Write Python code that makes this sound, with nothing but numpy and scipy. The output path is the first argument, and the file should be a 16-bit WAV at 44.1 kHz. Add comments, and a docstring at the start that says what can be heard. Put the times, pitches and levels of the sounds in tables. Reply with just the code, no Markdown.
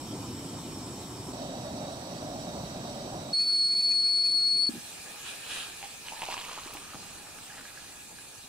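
"""A gas flame roars under a steel kettle, first close by, then from across the table in a padded cabin.
The swirling flame flutters in the bass while the gas jet hisses. Next the kettle boils, and steam
sings a wavering whistle in the spout cap. Last, the hot kettle sizzles, spits steam as it tips and
fills a mug: bubbles gurgle and plop, rising in pitch as the air space above the water gets shorter.
Dull knocks come through the table and the mug. The sound is in stereo."""
import sys
import numpy as np
from scipy import signal
from scipy.fft import rfft, irfft, next_fast_len
from scipy.io import wavfile
from scipy.ndimage import uniform_filter1d, map_coordinates

SR = 44100
rng = np.random.default_rng(int(sys.argv[2]) if len(sys.argv) > 2 else 0)


def int16_out(signal):
    """Quantize to a 16-bit WAV file."""
    q = np.round(np.clip(np.atleast_2d(signal).T, -1, 1) * 32767)
    wavfile.write(sys.argv[1], SR, q.astype(np.int16))


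N = 373968

# When the far flame, the boil and the pouring part begin: start_s
PART_STARTS = [1.33, 3.333, 4.69]
# Tone colours, or how strong each noise is from bass to treble: pitch_hz, level_db
MURMUR_COLOUR = [(20, -8), (60, -2.5), (160, -1), (320, -4.5), (1500, -41)]
NEAR_FLAME_COLOUR = [(20, -25), (116, 0), (324, -1.5), (428, -11), (909, -12), (2040, -27.5), (2380, -21.5),
                     (2770, -27), (3010, -22), (4840, -23.5), (6750, -25), (7980, -27.5), (15600, -40)]
FAR_FLAME_COLOUR = [(20, -18.5), (122, -0.5), (259, -1), (466, -18), (688, -7.5), (1820, -20.5),
                    (3560, -21), (3870, -19.5), (5720, -18), (6570, -23.5), (7760, -20.5), (9180, -28),
                    (12100, -40.5), (15600, -37.5)]
SIZZLE_COLOUR = [(20, -23.5), (259, -6), (492, -6), (860, -11), (1460, -11), (2100, -12.5), (3180, -8),
                 (9700, -7.5), (15600, -19)]
SPIT_COLOUR = [(300, -14), (900, -11.5), (1650, -1), (2170, -13.5), (2550, 0), (3900, -3), (5500, -13),
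               (10000, -9.5), (13000, -29)]
STEAM_COLOUR = [(20, -28.5), (130, -8), (270, -1.5), (500, -12), (1000, -15), (1700, -20.5), (2200, -9),
                (3000, -19), (3900, -7.5), (4900, -1.5), (6000, -19), (8000, -14), (10500, -26.5),
                (13000, -31), (14000, -62)]
# Pitches at which the jet and the kettle ring: pitch_hz, width_hz, boost_db
NEAR_FLAME_RINGS = [(3690, 60, 3.1), (5330, 127, 9.3), (5470, 120, 6), (5560, 80, 8.6), (7640, 540, 7.6),
                    (8270, 510, 8.4), (9750, 340, 8.4), (11860, 360, 11)]
FAR_FLAME_RINGS = [(572, 418, 11.8), (3850, 240, 8.6), (4480, 130, 7), (5750, 370, 4.5), (7840, 230, 7.6),
                   (10200, 200, 9.2), (12100, 750, 15.2)]
SIZZLE_RINGS = [(814, 220, 9.5), (1270, 190, 6), (1664, 37, 13), (1795, 60, 10), (2504, 170, 7.5),
                (2820, 90, 5.5), (3010, 110, -2), (4130, 870, 4), (8060, 4300, 4)]
STEAM_RINGS = [(714, 60, 9.4), (1399, 170, 9.9)]
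# How alike left and right sound: pitch_hz, likeness (1 means the same)
NEAR_LIKENESS = [(60, 1), (640, 0.94), (1400, 0.39), (3100, 0.5), (15000, 0.055)]
FAR_LIKENESS = [(60, 0.99), (700, 0.95), (1400, 0.44), (3000, 0.2), (15000, .05)]
STEAM_LIKENESS = [(60, 0.99), (500, 1), (8000, 0.065)]
POUR_LIKENESS = [(60, 0.75), (380, 0.58), (2380, 0.44), (15000, 0.052)]
# Loudness of the cabin's murmur: time_s, level_db
MURMUR_LEVELS = [(4.69, -61), (6.3, -60.5), (7, -56), (8.48, -62)]
# Knocks through table and mug: start_s, level_db, pitch_hz, edge_db (added to level_db)
KNOCKS = [(4.691, -5.5, 276, -31), (4.737, -15.5, 245, -33), (4.752, -15.5, 322, -37),
          (4.763, -14.5, 261, -36), (4.773, -19, 179, -28), (6.578, -31, 334, -2), (6.661, -20, 367, -8),
          (6.751, -21.5, 340, -4), (6.946, -24, 320, 0), (6.954, -25, 177, 1.5)]
# Spits of steam: peak_s, level_db, hold_s
SPITS = [(5.276, -41, 0.018), (5.512, -37, 0.093)]
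# Two dribbles, two gushes, the thinning stream and a last trickle:
# peak_s, gurgle_db, hold_s, fall_db_per_s, spray_db, slosh_db (both added to gurgle_db)
SURGES = [(5.826, -54, 0.015, 150, 6.5, -12), (6.07, -55, 0.025, 150, 6, -3),
          (6.21, -47, 0.045, 200, 1, -5), (6.315, -51, 0.075, 70, 6.5, 2.5),
          (6.473, -57.5, 0.081, 12, 3, 4.5), (7.518, -55, 0.035, 26, -8, -11)]
# The loudest single drops: start_s, splat_db, bubble_db, bubble_hz
DROPS = [(5.828, -24, -35.5, 790), (5.838, -28, -34, 800), (5.857, -30, -42, 850), (6.085, -23, -29, 2950),
         (6.1216, -42.5, -31, 830), (6.135, -37, -33, 850), (6.22, -15.5, -30, 990), (6.232, -24, -26, 900),
         (6.238, -23.5, -38, 930), (6.2866, -24.5, -25.5, 720), (6.314, -34, -36, 920),
         (6.3274, -30, -31, 3030), (6.341, -21, -26.5, 1110), (6.368, -23, -30, 1010),
         (6.379, -26, -30, 2900), (6.387, -32, -37, 2620), (6.413, -30, -27.5, 3250),
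         (6.496, -45, -36, 1010), (6.548, -36, -47, 2900), (6.636, -42, -29, 3940), (6.5767, -34, -34, 880),
         (6.585, -38, -28.5, 1210), (6.674, -36, -39, 990), (6.7708, -26, -37, 2880),
         (6.9348, -34, -35, 1280), (7.387, -30, -40.5, 1620), (7.502, -40, -39, 1640),
         (7.523, -44, -42, 1670), (7.592, -43, -38, 1470), (7.653, -46, -36, 1700), (7.774, -38, -36, 1670),
         (8.1868, -35, -40.5, 1660)]
# The whistle's wavering note: time_s, pitch_hz
WHISTLE_PITCH = [(3.34, 4351), (3.43, 4415), (3.462, 4440), (3.496, 4415), (3.645, 4355), (3.825, 4438),
                 (3.88, 4406), (4.048, 4368), (4.1, 4400), (4.208, 4390), (4.234, 4410), (4.26, 4400),
                 (4.34, 4410), (4.395, 4350), (4.59, 4394), (4.63, 4428), (4.68, 4410)]
# Fainter notes above it: pitch_multiple, relative_db
OVERTONES = [(2, -21), (3, -41.5)]
# Brief dips in the whistle: middle_s, depth_db, half_length_s
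WHISTLE_DIPS = [(3.455, 5.5, 0.014), (3.695, 1.5, 0.022), (3.746, 9.5, 0.0039), (3.817, 9.5, 0.0047),
                (4.233, 5, 0.0047), (4.306, 5.5, 0.0045), (4.564, 2.5, 0.017), (4.662, 13.5, 0.0035)]
# The steam plume swings left: time_s, left_over_right_db
WHISTLE_PAN = [(3.83, 0), (3.89, 2.7), (4.68, 4)]
# The spout's lower note flares up: middle_s, peak_db, half_length_s
LOW_NOTE_FLARES = [(3.404, -49.5, 0.017), (3.814, -51.5, 0.01), (3.92, -41.5, 0.014), (4.264, -57, 0.015)]

FAR_S, BOIL_S, POUR_S = PART_STARTS
EMPTY_HZ, FULL_HZ, FILL_S = 820, 1660, (5.9, 7.42)  # the mug's note, and when it climbs
SPRAY_HZ, SPATTER_HZ, SLOSH_HZ = (2950, 4250, 2650), 6800, 1310  # small, tiny and big torn bubbles
WHISTLE_DB, LOW_NOTE_DB, LOW_NOTE_HZ = -25, -62, 2462


def amp(db):
    """Turn decibels into a gain to multiply by."""
    return 10 ** (np.asarray(db) / 20)


def unit(x):
    """Scale a sound to an average power of 1."""
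    return x / np.sqrt(np.mean(x ** 2) + 1e-20)


def along(points, hz):
    """Read between the rows of a table of pitches."""
    pitches, values = np.transpose(points)
    return np.interp(np.log(hz + 1), np.log(pitches + 1), values)


def curve(rows):
    """Join timed points with straight lines, one value per sample."""
    return np.interp(np.arange(N) / SR, *np.transpose(rows))


def wobble(rate):
    """A smooth curve through rate random points a second."""
    return map_coordinates(rng.standard_normal(int(N * rate / SR) + 4), [np.arange(N) * rate / SR])


def between(start, end, fade_s):
    """1 from start to end, with short fades."""
    t = np.arange(N) / SR
    return np.clip((t - start) / fade_s + .5, 0, 1) * np.clip((end - t) / fade_s + .5, 0, 1)


def swell(peak_s, db, hold_s, rise, fall):
    """A gain that climbs to db, holds, then sinks; rise and fall are in dB a second."""
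    t = np.arange(N) / SR - peak_s
    return amp(db - rise * np.maximum(-t, 0) - fall * np.maximum(t - hold_s, 0))


def bump(middle_s, half_s):
    """A short bell-shaped curve."""
    return np.exp(-((np.arange(N) / SR - middle_s) / half_s) ** 2)


def filtered(x, response):
    """Scale each pitch in x by response(hz)."""
    size = next_fast_len(x.shape[-1] + 8192)
    return irfft(rfft(x, size) * response(np.fft.rfftfreq(size, 1 / SR)), size)[..., :x.shape[-1]]


def rush(start, end, colour, rings, likeness, patchy_db, lag_ms, pan_db, ripple_db=3.0):
    """Rushing stereo noise with random louder patches; the left side is later and duller."""
    first, last = max(int((start - .1) * SR), 0), min(int((end + .1) * SR), N)
    grid = signal.stft(rng.standard_normal((2, last - first)), nperseg=512)[2]  # by pitch and time
    patches = uniform_filter1d(uniform_filter1d(rng.standard_normal(grid.shape[1:]), 8, 0), 8, 1)
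    noise = signal.istft(grid * amp(patchy_db * unit(patches)), nperseg=512)[1][:, :last - first]
    standing_waves = rng.standard_normal(SR // 2)  # the cabin favours some pitches over others
    ripple = lambda hz: ripple_db * map_coordinates(standing_waves, [hz / 24]) * hz / (hz + 400)
    ringing = lambda hz: sum(db / (1 + (2 * (hz - pitch) / width) ** 2) for pitch, width, db in rings)
    gain = lambda hz: amp(along(colour, hz) + ripple(hz) + ringing(hz))
    spread = lambda hz: np.arccos(np.clip(along(likeness, hz), -1, 1)) / 2
    mid, side = filtered(noise, lambda hz: gain(hz) * [np.cos(spread(hz)), np.sin(spread(hz))])
    shade = lambda hz: amp(pan_db / 2 * hz ** 2 / (hz ** 2 + 900 ** 2))
    left = lambda hz: shade(hz) * np.exp(-1j * np.pi * hz * lag_ms / 1000)
    stereo = filtered(np.array([mid + side, mid - side]), lambda hz: np.array([left(hz), 1 / left(hz)]))
    return np.pad(unit(stereo), ((0, 0), (first, N - last)))


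def pings(start_s, hz, db, cycles, rise, samples, sharp=25):
    """Short fading notes; rise bends the pitch up, as when a bubble nears the surface."""
    steps = np.arange(samples)
    age = steps / SR * hz[:, None] / cycles
    waves = amp(db)[:, None] * np.sin(2 * np.pi * cycles * age * (1 + rise * age))
    waves = waves * np.exp(-3 * age) * (1 - np.exp(-sharp * age))
    places = np.round(start_s * SR).astype(int)[:, None] + steps
    return np.bincount(places.ravel(), waves.ravel(), N + SR)[:N]


def cabin_echo(x, echo_db, decay_s=.1):
    """The padded walls add a short wash of echoes, different on each side."""
    t = np.arange(SR // 3) / SR
    tail = rng.standard_normal((2, len(t))) * amp(-60 * t / decay_s) * (t > .004)
    return x + amp(echo_db) * signal.fftconvolve(x, tail / np.linalg.norm(tail[0]), axes=1)[:, :N]


def cabin_murmur():
    """The cabin's low murmur under the pouring."""
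    noise = rush(POUR_S, N / SR, MURMUR_COLOUR, [], POUR_LIKENESS,
                 patchy_db=1.5, lag_ms=0.045, pan_db=-5.5)
    return amp(curve(MURMUR_LEVELS)) * noise


def knocks():
    """Soft knocks briefly ring the table top; one bright tick comes as a hand meets the mug."""
    start_s, db, hz, edge_db = np.transpose(KNOCKS)
    thuds = pings(start_s, hz, db, cycles=2.84, rise=-0.04, samples=1500, sharp=0.91)
    edges = pings(start_s, np.full_like(hz, 1000), db + edge_db, cycles=0.83, rise=0, samples=400)
    tick_age_s = np.arange(N) / SR - 6.7365
    tick = rng.standard_normal(N) * (tick_age_s > 0) * amp(-40 - 60 * np.abs(tick_age_s) / 0.062)
    return cabin_echo(np.array([thuds + edges + tick] * 2), echo_db=-9)


def sizzle():
    """The hot kettle sizzles, fading as the steel cools."""
    cooling = swell(POUR_S, db=-43.5, hold_s=0, rise=0, fall=1.08)
    return cooling * rush(POUR_S, N / SR, SIZZLE_COLOUR, SIZZLE_RINGS, POUR_LIKENESS,
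                          patchy_db=2.0, lag_ms=0.048, pan_db=-1.5, ripple_db=1.0)


def spout_hiss(pitch_hz=2430, width_hz=130):
    """The last steam rings the spout, swelling as the kettle tips, then sinking to a faint hiss."""
    spout = lambda hz: 1j * hz * width_hz / (pitch_hz ** 2 - hz * hz + 1j * hz * width_hz)
    level = swell(peak_s=5.39, db=-54, hold_s=0, rise=13, fall=9) + amp(-61.5)
    return level * unit(filtered(rng.standard_normal((2, N)), spout))


def spits():
    """Water flashes to steam on the hot spout, twice."""
    noise = rush(POUR_S, FILL_S[0] + .5, SPIT_COLOUR, [], POUR_LIKENESS,
                 patchy_db=1.5, lag_ms=0.021, pan_db=-1.5, ripple_db=2.0)
    sputter = amp(0.6 * wobble(250) + 0.63 * wobble(25))
    return noise * sputter * sum(swell(*spit, rise=200, fall=114) for spit in SPITS)


def steam():
    """A low flame and escaping steam rush at the boil."""
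    return amp(-45.5) * rush(BOIL_S, POUR_S, STEAM_COLOUR, STEAM_RINGS, STEAM_LIKENESS,
                             patchy_db=1.5, lag_ms=0.0091, pan_db=-0.5)


def burner():
    """The swirling flame flutters in the bass over a steady jet hiss, first near, then far."""
    near = amp(-39) * rush(0, FAR_S, NEAR_FLAME_COLOUR, NEAR_FLAME_RINGS, NEAR_LIKENESS,
                           patchy_db=1.5, lag_ms=0.037, pan_db=-1.0)
    far = amp(-38) * rush(FAR_S, BOIL_S, FAR_FLAME_COLOUR, FAR_FLAME_RINGS, FAR_LIKENESS,
                          patchy_db=1.0, lag_ms=0.21, pan_db=-4.5, ripple_db=2.0)
    flame = near * between(-1, FAR_S, 0.022) + far * between(FAR_S, BOIL_S, 0.014)
    bass = filtered(flame, lambda hz: 1 / (1 + (hz / 1100) ** 4))
    flutter = amp(0.71 * wobble(30.18) + 0.5 * wobble(5.78))
    return flame + bass * (flutter - 1)


def mug_note(time_s):
    """The air above the water gets steadily shorter, so its pitch climbs."""
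    return 1 / np.interp(time_s, FILL_S, (1 / EMPTY_HZ, 1 / FULL_HZ))


def stream(count=3600, rise=300):
    """Surges of water make bubbles that gurgle near the mug's note, slosh, and spray above it."""
    uneven = amp(1.2 * wobble(45))
    flow = splash = churn = 0
    for peak_s, db, hold_s, fall, spray_db, slosh_db in SURGES:
        flow += swell(peak_s, db, hold_s, rise, fall)
        splash += swell(peak_s, db + spray_db, hold_s, rise, fall)
        churn += swell(peak_s, db + slosh_db, hold_s, rise, fall)
    detune, size = rng.standard_normal((count, 2)).T
    size_db = 2 * np.clip(size, -2, 2.5)
    start_s = rng.uniform(POUR_S, N / SR, count)
    mug_hz = mug_note(start_s)
    gurgle_hz = mug_hz * np.exp(mug_hz / 13000 * detune)  # a fuller mug holds the pitch less tightly
    spray_hz = np.resize(SPRAY_HZ, count) * np.exp(.1 * detune)
    spatter_hz = SPATTER_HZ * np.exp(.25 * detune)
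    slosh_hz = SLOSH_HZ * np.exp(.33 * detune)
    gurgle = pings(start_s[::3], gurgle_hz[::3], .29 * size_db[::3], cycles=9.3, rise=.036, samples=800)
    spray = pings(start_s, spray_hz, .6 * size_db, cycles=10, rise=.05, samples=360)
    spatter = pings(start_s[1::7], spatter_hz[1::7], size_db[1::7], cycles=2.4, rise=0, samples=60)
    slosh = pings(start_s[2::4], slosh_hz[2::4], 1.1 * size_db[2::4], cycles=4.5, rise=.1, samples=500)
    water = flow * unit(gurgle) + churn * unit(slosh) + splash * (unit(spray) + amp(-3) * unit(spatter))
    sounding_share = 1 - POUR_S * SR / N
    return water * uneven * np.sqrt(sounding_share)


def drops():
    """Each drop splats, makes a bubble and rings the mug's air, most when close to its note."""
    start_s, splat_db, bubble_db, bubble_hz = np.transpose(DROPS)
    splat_hz = 2550 * np.exp(0.045 * rng.standard_normal(len(start_s)))
    mug_hz = mug_note(start_s)
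    ring_db = bubble_db - 8 - 9 * np.abs(np.log2(bubble_hz / mug_hz))
    plops = pings(start_s, bubble_hz, bubble_db, cycles=7.5, rise=.03, samples=1000)
    rings = pings(start_s, mug_hz, ring_db, cycles=19, rise=0, samples=2000, sharp=12)
    clicks = pings(start_s, splat_hz, splat_db, cycles=3.2, rise=0, samples=160, sharp=18)
    ticks = pings(start_s, 2.5 * splat_hz, splat_db - 9, cycles=1.3, rise=0, samples=100)
    return plops + rings + clicks + ticks


def pour():
    """The stream and the drops land in the mug, a little to the right."""
    water = stream() + drops()
    stereo = np.array([np.roll(water, shift=2), water]) * amp([[-.9], [.9]])
    return cabin_echo(stereo, echo_db=-8)


def echoed_tone(phase, depth, rate):
    """A tone that flickers at random on each side, as when wall echoes add up and cancel."""
    echoes = np.array([wobble(rate) + 1j * wobble(rate) for side in range(2)])
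    return ((1 + depth * echoes) * np.exp(1j * phase)).imag


def whistle():
    """Steam sings in the spout cap: an unsteady note, its overtones and a faint lower note."""
    db = WHISTLE_DB - sum(depth * bump(s, half) for s, depth, half in WHISTLE_DIPS)
    phase = 2 * np.pi * np.cumsum(curve(WHISTLE_PITCH) + 6.5 * wobble(65) + 8 * wobble(330)) / SR
    low_gain = amp(LOW_NOTE_DB + 2.2 * wobble(25))
    low_gain += sum(amp(peak) * bump(s, half) ** 2 for s, peak, half in LOW_NOTE_FLARES)
    wander_hz = 55 * np.minimum(amp(LOW_NOTE_DB) / low_gain, 1)  # louder means a firmer pitch
    low_gain *= amp(1.5 * wobble(70))
    low_phase = 2 * np.pi * np.cumsum(LOW_NOTE_HZ + wander_hz * wobble(120)) / SR
    tone = amp(db + 0.7 * wobble(220)) * echoed_tone(phase, depth=0.12, rate=60)
    for multiple, relative_db in OVERTONES:
        tone += amp(db + relative_db) * echoed_tone(multiple * phase, depth=0.55, rate=130)
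    # The two notes mix, making extra tones at sums and differences of their pitches.
    mixed = (amp(-6) * np.sin(phase + low_phase) + amp(-10) * np.sin(2 * phase - low_phase)
             + amp(-13) * np.sin(phase - low_phase))
    left_db = curve(WHISTLE_PAN) / 2
    return np.sqrt(2) * (tone * amp([left_db, -left_db]) + low_gain * (np.sin(low_phase) + mixed))


def scene():
    """The flame, then the boil, then the pouring."""
    sound = burner()
    sound += (whistle() + steam()) * between(BOIL_S, POUR_S, 0.011)
    sound += knocks()
    sound += (sizzle() + spits() + spout_hiss() + cabin_murmur()) * between(POUR_S, 9, 0.012)
    return sound + pour()


def record(dry, top_hz=15730):
    """Cut away the very highest treble."""
    return filtered(dry, lambda hz: hz < top_hz)


dry = scene()
out = record(dry)
int16_out(out)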